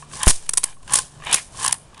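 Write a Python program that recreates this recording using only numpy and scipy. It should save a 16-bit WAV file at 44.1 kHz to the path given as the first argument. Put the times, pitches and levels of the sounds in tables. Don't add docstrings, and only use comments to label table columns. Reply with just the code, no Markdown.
import sys
import numpy as np
from scipy import signal
from scipy.io import wavfile
from scipy.ndimage import uniform_filter1d

SR = 44100
rng = np.random.default_rng(int(sys.argv[2]) if len(sys.argv) > 2 else 0)


def master(y):
    cut = np.clip(np.atleast_2d(y).T, -1, 1)
    pcm = np.round(cut * 32767)
    wavfile.write(sys.argv[1], SR, pcm.astype(np.int16))


def invert_db(level):
    return 10 ** (np.asarray(level, dtype=float) / 20)


N = 88200

# start_s, level_db, burn_ms, board_knock_db
SPARK_EVENTS = [(.2314, -14.5, 3, -19), (.2612, -22, 8.5, -29), (.2702, -15, 7, -28),
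                (.2775, -10.5, 14, -20), (.2955, -11, 6, -23), (.3035, -13, 5.5, -20),
                (.3108, -20, 1.5, -33), (.4918, -13, 3.5, -28), (.5342, -19, 1, -32),
                (.5362, -15, 2.5, -28), (.5725, -11, 4, -26), (.5785, -12, 3.5, -26), (.633, -29, 4, -28),
                (.6394, -10, 3, -26), (.9063, -34, 4, -35), (.9225, -23, 4.5, -29), (.9348, -8, 3, -22),
                (.9395, -11, 4, -25), (.952, -23, 2, -35), (.955, -10.5, 5.5, -25), (.969, -17, 1.5, -29),
                (.9722, -20, 2.5, -30), (.976, -21, 4, -29), (.987, -12, 3, -21)]


def evened(x):
    return x / np.sqrt(np.mean(x ** 2) + 1e-20)


def curve(points):
    return invert_db(np.interp(np.arange(N) / SR, *np.transpose(points)))


def colour(x, points):
    f, db = np.transpose(points)
    hz = abs(np.fft.fftfreq(4096, 1 / SR))
    log_gain = np.log(invert_db(np.interp(np.log(hz + 1), np.log(f + 1), db, right=-90)))
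    response = np.exp(np.conj(signal.hilbert(log_gain)))
    impulse = np.fft.ifft(response).real[:2048]
    return signal.oaconvolve(x, impulse / np.linalg.norm(impulse))[:N]


def resonate(x, hz, width):
    r = np.exp(-np.pi * width / SR)
    angle = 2 * np.pi * hz / SR
    gain = np.sqrt(2 - 2 * r * r) * np.sin(angle)
    return signal.lfilter([gain], [1, -2 * r * np.cos(angle), r * r], x)


def body(x, modes):
    return sum((-1) ** k * invert_db(db) * resonate(x, hz, width) for k, (hz, width, db) in enumerate(modes))


def clicks(per_s, spread_db):
    u = rng.random((3, N))
    size = invert_db(-spread_db * np.log(u[0] + 1 / 25))
    return evened(size * np.sign(u[1] - .5) * (u[2] < per_s / SR))


def burns(rows):
    rise_ms, die_ms, droop_db = .3, 2.0, 4
    ms = np.arange(N) / SR * 1000
    total = np.zeros(N)
    for start_s, level_db, burn_ms in rows:
        age = ms - 1000 * start_s
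        rise = np.clip(age / rise_ms, 0, 1)
        death = np.exp(-np.maximum(age - burn_ms, 0) / die_ms)
        droop = invert_db(droop_db * (.5 - np.clip(age / burn_ms, 0, 1)))
        total += invert_db(level_db) * rise * death * droop
    return total


def room_floor():
    # time_s, level_db
    load_curve = [(0, -4), (.16, 5), (.3, -2), (.7, -4.5), (.79, -8.5), (.93, 9), (1.1, -5), (1.2, 3.5),
                  (1.33, 2.5), (1.45, -2), (1.62, 7), (1.8, -2), (2, 0)]
    # frequency_hz, level_db
    hiss_spectrum = [(12, -10.5), (20, 4.5), (251, -10.5), (716, -9.5), (842, -11.5), (1600, -18),
                     (1790, -23.5), (8060, -24), (12400, -33.5), (16100, -71.5), (22000, -120)]
    # frequency_hz, width_hz, level_db
    hum_modes = [(141, 50, -55), (56, 233, -51.5)]
    # time_s, level_db
    tone_curve = [(0, -49.5), (.15, -47), (.25, -62), (.7, -58.5), (.85, -57.5), (.95, -52.5),
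                  (1.08, -60.5), (1.2, -46), (1.35, -50.5), (1.5, -59), (1.65, -48.5), (1.8, -55.5),
                  (2, -64.5)]
    tone_hz, waver_hz = 146, 3
    load = curve(load_curve)
    hiss = invert_db(-50.5) * evened(colour(rng.standard_normal(N), hiss_spectrum))
    hum = sum(invert_db(db) * evened(resonate(rng.standard_normal(N), hz, width)) for hz, width, db in hum_modes)
    hz = tone_hz + waver_hz * evened(uniform_filter1d(rng.standard_normal(N), 4000))
    tone = np.sqrt(2) * curve(tone_curve) * np.sin(2 * np.pi * np.cumsum(hz) / SR)
    return load * (hiss + hum) + tone


def surge():
    # time_s, level_db
    current_breaks = [
        (.2705, -9),
        (.2726, -7),
        (.2752, -4),
        (.2769, -5),
        (.2783, -6),
    ]
    # start_s, level_db
    air_puffs = [
        (.4935, -29),
        (.537, -33),
        (.575, -28),
        (.641, -30),
        (.958, -19),
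        (1.3435, -13),
    ]
    start_s, length_ms, break_ms, puff_ms = .2707, 6.8, .09, 0.46
    t = np.arange(N) / SR
    after = np.maximum(t - start_s - length_ms / 1000, 0)
    jolt = -invert_db(-1) * (t > start_s) * np.exp(-after / 0.00089)
    jolt = jolt + sum(invert_db(db) * np.exp(-(1000 * (t - s) / break_ms) ** 2) for s, db in current_breaks)
    swing = invert_db(-4) * np.exp(-1000 * after / 57.3)
    sag = invert_db(-18) * np.exp(-1000 * after / 193)
    rebound = (1 - np.exp(-after / 0.0023)) * (swing - sag)
    crackle = uniform_filter1d(burns([row[:3] for row in SPARK_EVENTS]), 40)
    rebound = rebound * np.exp(-2.4 * crackle)
    puffs = np.zeros(N)
    for s, db in air_puffs:
        age = np.maximum(t - s, 0) * 1000 / puff_ms
        puffs += invert_db(db) * age * (2 - age) * np.exp(-age)
    return uniform_filter1d(jolt, 6) + rebound + puffs


def taps():
    # start_s, peak_db, ring_hz, overtones_db
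    knocks = [(0.024, -33.5, 990, -4), (0.028, -33, 1116, -17), (0.059, -47.5, 1170, -17),
              (0.114, -43, 1190, 5), (0.134, -34, 1060, -5), (0.175, -39.5, 1065, -2.5),
              (0.196, -30, 990, -16), (0.205, -34.5, 1080, -8), (0.214, -27, 1080, -1.5),
              (0.671, -44, 1090, -1), (0.685, -39.5, 1060, 3), (0.769, -42.5, 1090, -19),
              (0.805, -47.5, 1150, -17), (0.829, -46, 1060, -13), (0.878, -41.5, 1030, 7),
              (0.895, -27.5, 1020, -16), (0.907, -29, 1060, -18), (0.92, -20.5, 1077, -10),
              (0.938, -17.5, 1107, -7), (0.987, -16, 1042, -5), (1.201, -37.5, 1090, -5.5),
              (1.222, -33.5, 1170, -0.5), (1.237, -35, 1060, 4), (1.546, -35, 1086, -16),
              (1.588, -30, 1044, -12), (1.611, -25, 1058, -5), (1.627, -25.5, 1060, -16.5),
              (1.647, -14, 1060, -11), (1.663, -21, 1104, -13), (1.692, -24, 948, -3),
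              (1.931, -42.5, 1170, -10), (1.976, -38, 1108, -10.5)]
    # frequency_hz, t60_s, level_db
    overtones = [(1762, 0.039, -1.5), (3000, 0.033, -5), (3870, 0.0131, -11)]
    t60_s, rise_ms = .04, .6
    t = np.arange(3000) / SR
    out = np.zeros(N + 3000)
    detunings = rng.uniform(0.87, 1.05, (len(knocks), 3))
    for (start_s, peak_db, ring_hz, over_db), detuning in zip(knocks, detunings):
        ring = invert_db(-60 * t / t60_s) * np.sin(2 * np.pi * ring_hz * t)
        for (hz, over_t60_s, db), ratio in zip(overtones, detuning):
            decay = invert_db(over_db + db - 60 * t / over_t60_s)
            ring += decay * np.sin(2 * np.pi * hz * ratio * t)
        out[round(start_s * SR):][:3000] += invert_db(peak_db) * ring * np.minimum(1000 * t / rise_ms, 1)
    return out[:N]


def slide():
    # time_s, pitch_hz, level_db
    path = [
        (1.2, 1740, -63),
        (1.26, 2300, -39.5),
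        (1.318, 3000, -32),
        (1.332, 3400, -19.5),
        (1.361, 2530, -31.5),
        (1.384, 2100, -29),
        (1.42, 1800, -54),
    ]
    width_hz = 800
    t = np.arange(N) / SR
    s, hz, db = np.transpose(path)
    turn = np.exp(2j * np.pi * np.cumsum(np.interp(t, s, hz)) / SR)
    r = np.exp(-np.pi * width_hz / SR)
    ring = (turn * signal.lfilter([1 - r], [1, -r], clicks(2800, 1.7) / turn)).real
    return evened(ring) * invert_db(np.interp(t, s, db, -120, -120))


def scrape():
    # time_s, level_db
    drag_curve = [(0, -51), (.03, -70), (.07, -63.5), (.235, -25.5), (.33, -69), (.62, -94), (.645, -41.5),
                  (.74, -68), (.86, -60), (.91, -32.5), (.995, -32), (1.015, -53), (1.5, -63.5),
                  (1.65, -24.5), (1.74, -39), (1.8, -78), (1.92, -57), (1.98, -45.5)]
    # frequency_hz, width_hz, level_db
    board_modes = [(139, 68, -30.5), (841, 88, -8.5), (1060, 130, -6.5), (1705, 110, -9), (3090, 410, -9.5),
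                   (3840, 200, -17)]
    # time_s, level_db
    rasp_curve = [(.64, -52), (.67, -44), (.735, -41.5), (.75, -89), (1.15, -74), (1.24, -40), (1.27, -23),
                  (1.33, -21), (1.385, -43), (1.41, -48), (1.46, -57)]
    # frequency_hz, width_hz, level_db
    pin_modes = [(918, 180, -11.5), (1705, 230, -15), (2390, 79, -12.5), (3000, 100, -14),
                 (3400, 590, -15.5), (3750, 180, -16)]
    lumps = invert_db(2.2 * evened(uniform_filter1d(rng.standard_normal((2, N)), 300, axis=1)))
    drag = body(clicks(970, 3) * lumps[0] * curve(drag_curve), board_modes)
    rasp = body(clicks(2500, 3.5) * lumps[1] * curve(rasp_curve), pin_modes)
    return drag + rasp


def fizz():
    # time_s, level_db
    fizz_curve = [(0, -43.5), (.07, -61.5), (.14, -37.5), (.25, -37), (.31, -27), (.4, -44), (.5, -53),
                  (.7, -45), (.76, -66), (.86, -57), (.96, -23.5), (1.1, -53), (1.22, -58), (1.36, -29.5),
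                  (1.5, -57.5), (1.63, -27), (1.76, -63), (1.9, -72)]
    # frequency_hz, level_db
    fizz_spectrum = [(120, -19.5), (200, -14.5), (796, -9), (1030, -38.5), (1380, -15), (3580, -7),
                     (9740, 1), (12400, -24.5), (16100, -24), (22000, -120)]
    flicker = invert_db(1.8 * evened(uniform_filter1d(rng.standard_normal(N), 200)))
    return colour(clicks(12000, 6.4) * flicker * curve(fizz_curve), fizz_spectrum)


def sparks():
    # start_s, level_db, burn_ms, board_knock_db
    late_sparks = [(1.2655, -37, 4, -35), (1.3125, -28, 4, -28), (1.3278, -11, 2.5, -22),
                   (1.333, -15, 3.5, -22), (1.3423, -7, 5.5, -25), (1.3565, -19, 2, -28),
                   (1.361, -24, 3, -28), (1.5963, -35, 6, -34), (1.6282, -24, 8, -35), (1.643, -19, 2, -25),
                   (1.6477, -18, 2, -25), (1.656, -25, 3, -29), (1.662, -14, 3, -24),
                   (1.6786, -13, 3.5, -25), (1.693, -32, 5, -34), (1.7095, -25, 2, -27),
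                   (1.722, -25, 2, -29), (1.7252, -11, 3.5, -20.5), (1.381, -32, 5, -30),
                   (1.9945, -44, 4, -52), (1.7405, -33, 3, -34)]
    # start_s, crackle_db, board_knock_db
    ticks = [(0.024, -52, -63), (0.1166, -63.5, -49), (0.133, -45, -33), (0.169, -33, -42),
             (0.4638, -42, -45.5), (.828, -51, -48.5), (0.8768, -41.5, -42), (0.896, -60, -36),
             (1.222, -57, -53), (1.238, -47, -47), (1.248, -37.5, -44), (1.5339, -55, -51),
             (1.5524, -61, -44), (1.566, -54, -40.5), (1.9438, -50.5, -44), (1.9767, -47.5, -45)]
    # frequency_hz, level_db
    spark_spectrum = [(120, -63.5), (200, -18), (522, -15.5), (4150, -9.5), (5360, -4), (7820, -0.5),
                      (8670, 3), (9770, 6), (12000, -11), (15600, -64), (22000, -120)]
    # frequency_hz, width_hz, level_db
    knock_modes = [(410, 1740, -11), (830, 430, -9.5), (1050, 158, -6.5), (1880, 830, -5),
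                   (3000, 1420, -1.5), (5800, 5700, -4.5)]
    tick_burn_ms = 4
    rows = SPARK_EVENTS + late_sparks + [(s, db, tick_burn_ms, knock_db) for s, db, knock_db in ticks]
    crack_envelope = burns([row[:3] for row in rows])
    knock_envelope = burns([(s, knock_db, burn_ms) for s, _, burn_ms, knock_db in rows])
    arc = colour(clicks(11000, 0) * crack_envelope, spark_spectrum)
    knock = body(clicks(6000, 5.7) * knock_envelope, knock_modes)
    return arc + knock


def room(x):
    # delay_ms, level_db
    echoes = [
        (15.3, -19),
        (20.5, -25),
    ]
    t60_s = 0.31
    t = np.arange(SR // 2) / SR
    sparse = rng.choice([-1., 1.], len(t)) * (rng.random(len(t)) < .05)
    tail = sparse * invert_db(-60 * t / t60_s) * (t > .004)
    impulse = invert_db(-17) * tail / np.linalg.norm(tail)
    for delay_ms, db in echoes:
        impulse[round(delay_ms * SR / 1000)] += invert_db(db)
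    reflected = colour(x, [(1500, -4.0), (7000, -7.5), (22000, 4.0)])
    return signal.fftconvolve(reflected, impulse)[:N]


def scene():
    background = room_floor() + surge()
    near = taps() + slide() + scrape() + fizz() + sparks()
    return (near + room(near) + background)[None]


def low_pass(x):
    return signal.sosfilt(signal.butter(12, 16790, fs=SR, output="sos"), x)


def record(dry):
    clip, shelf_hz, edge_hz, top_hz = invert_db(-3.1), 10700, 12400, 15900

    def below(v, hz):
        kernel = signal.firwin(255, hz, window=("kaiser", 8), fs=SR)
        return signal.oaconvolve(v, kernel[None], "same")

    x = below(dry, shelf_hz)
    x = x + invert_db(-8) * (dry - x)
    for _ in range(3):
        x = np.clip(x, -clip, clip)
        low = below(x, edge_hz)
        x = low + invert_db(-8) * (x - low)
    return low_pass(below(x, top_hz))


dry = scene()
out = record(dry)
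master(out)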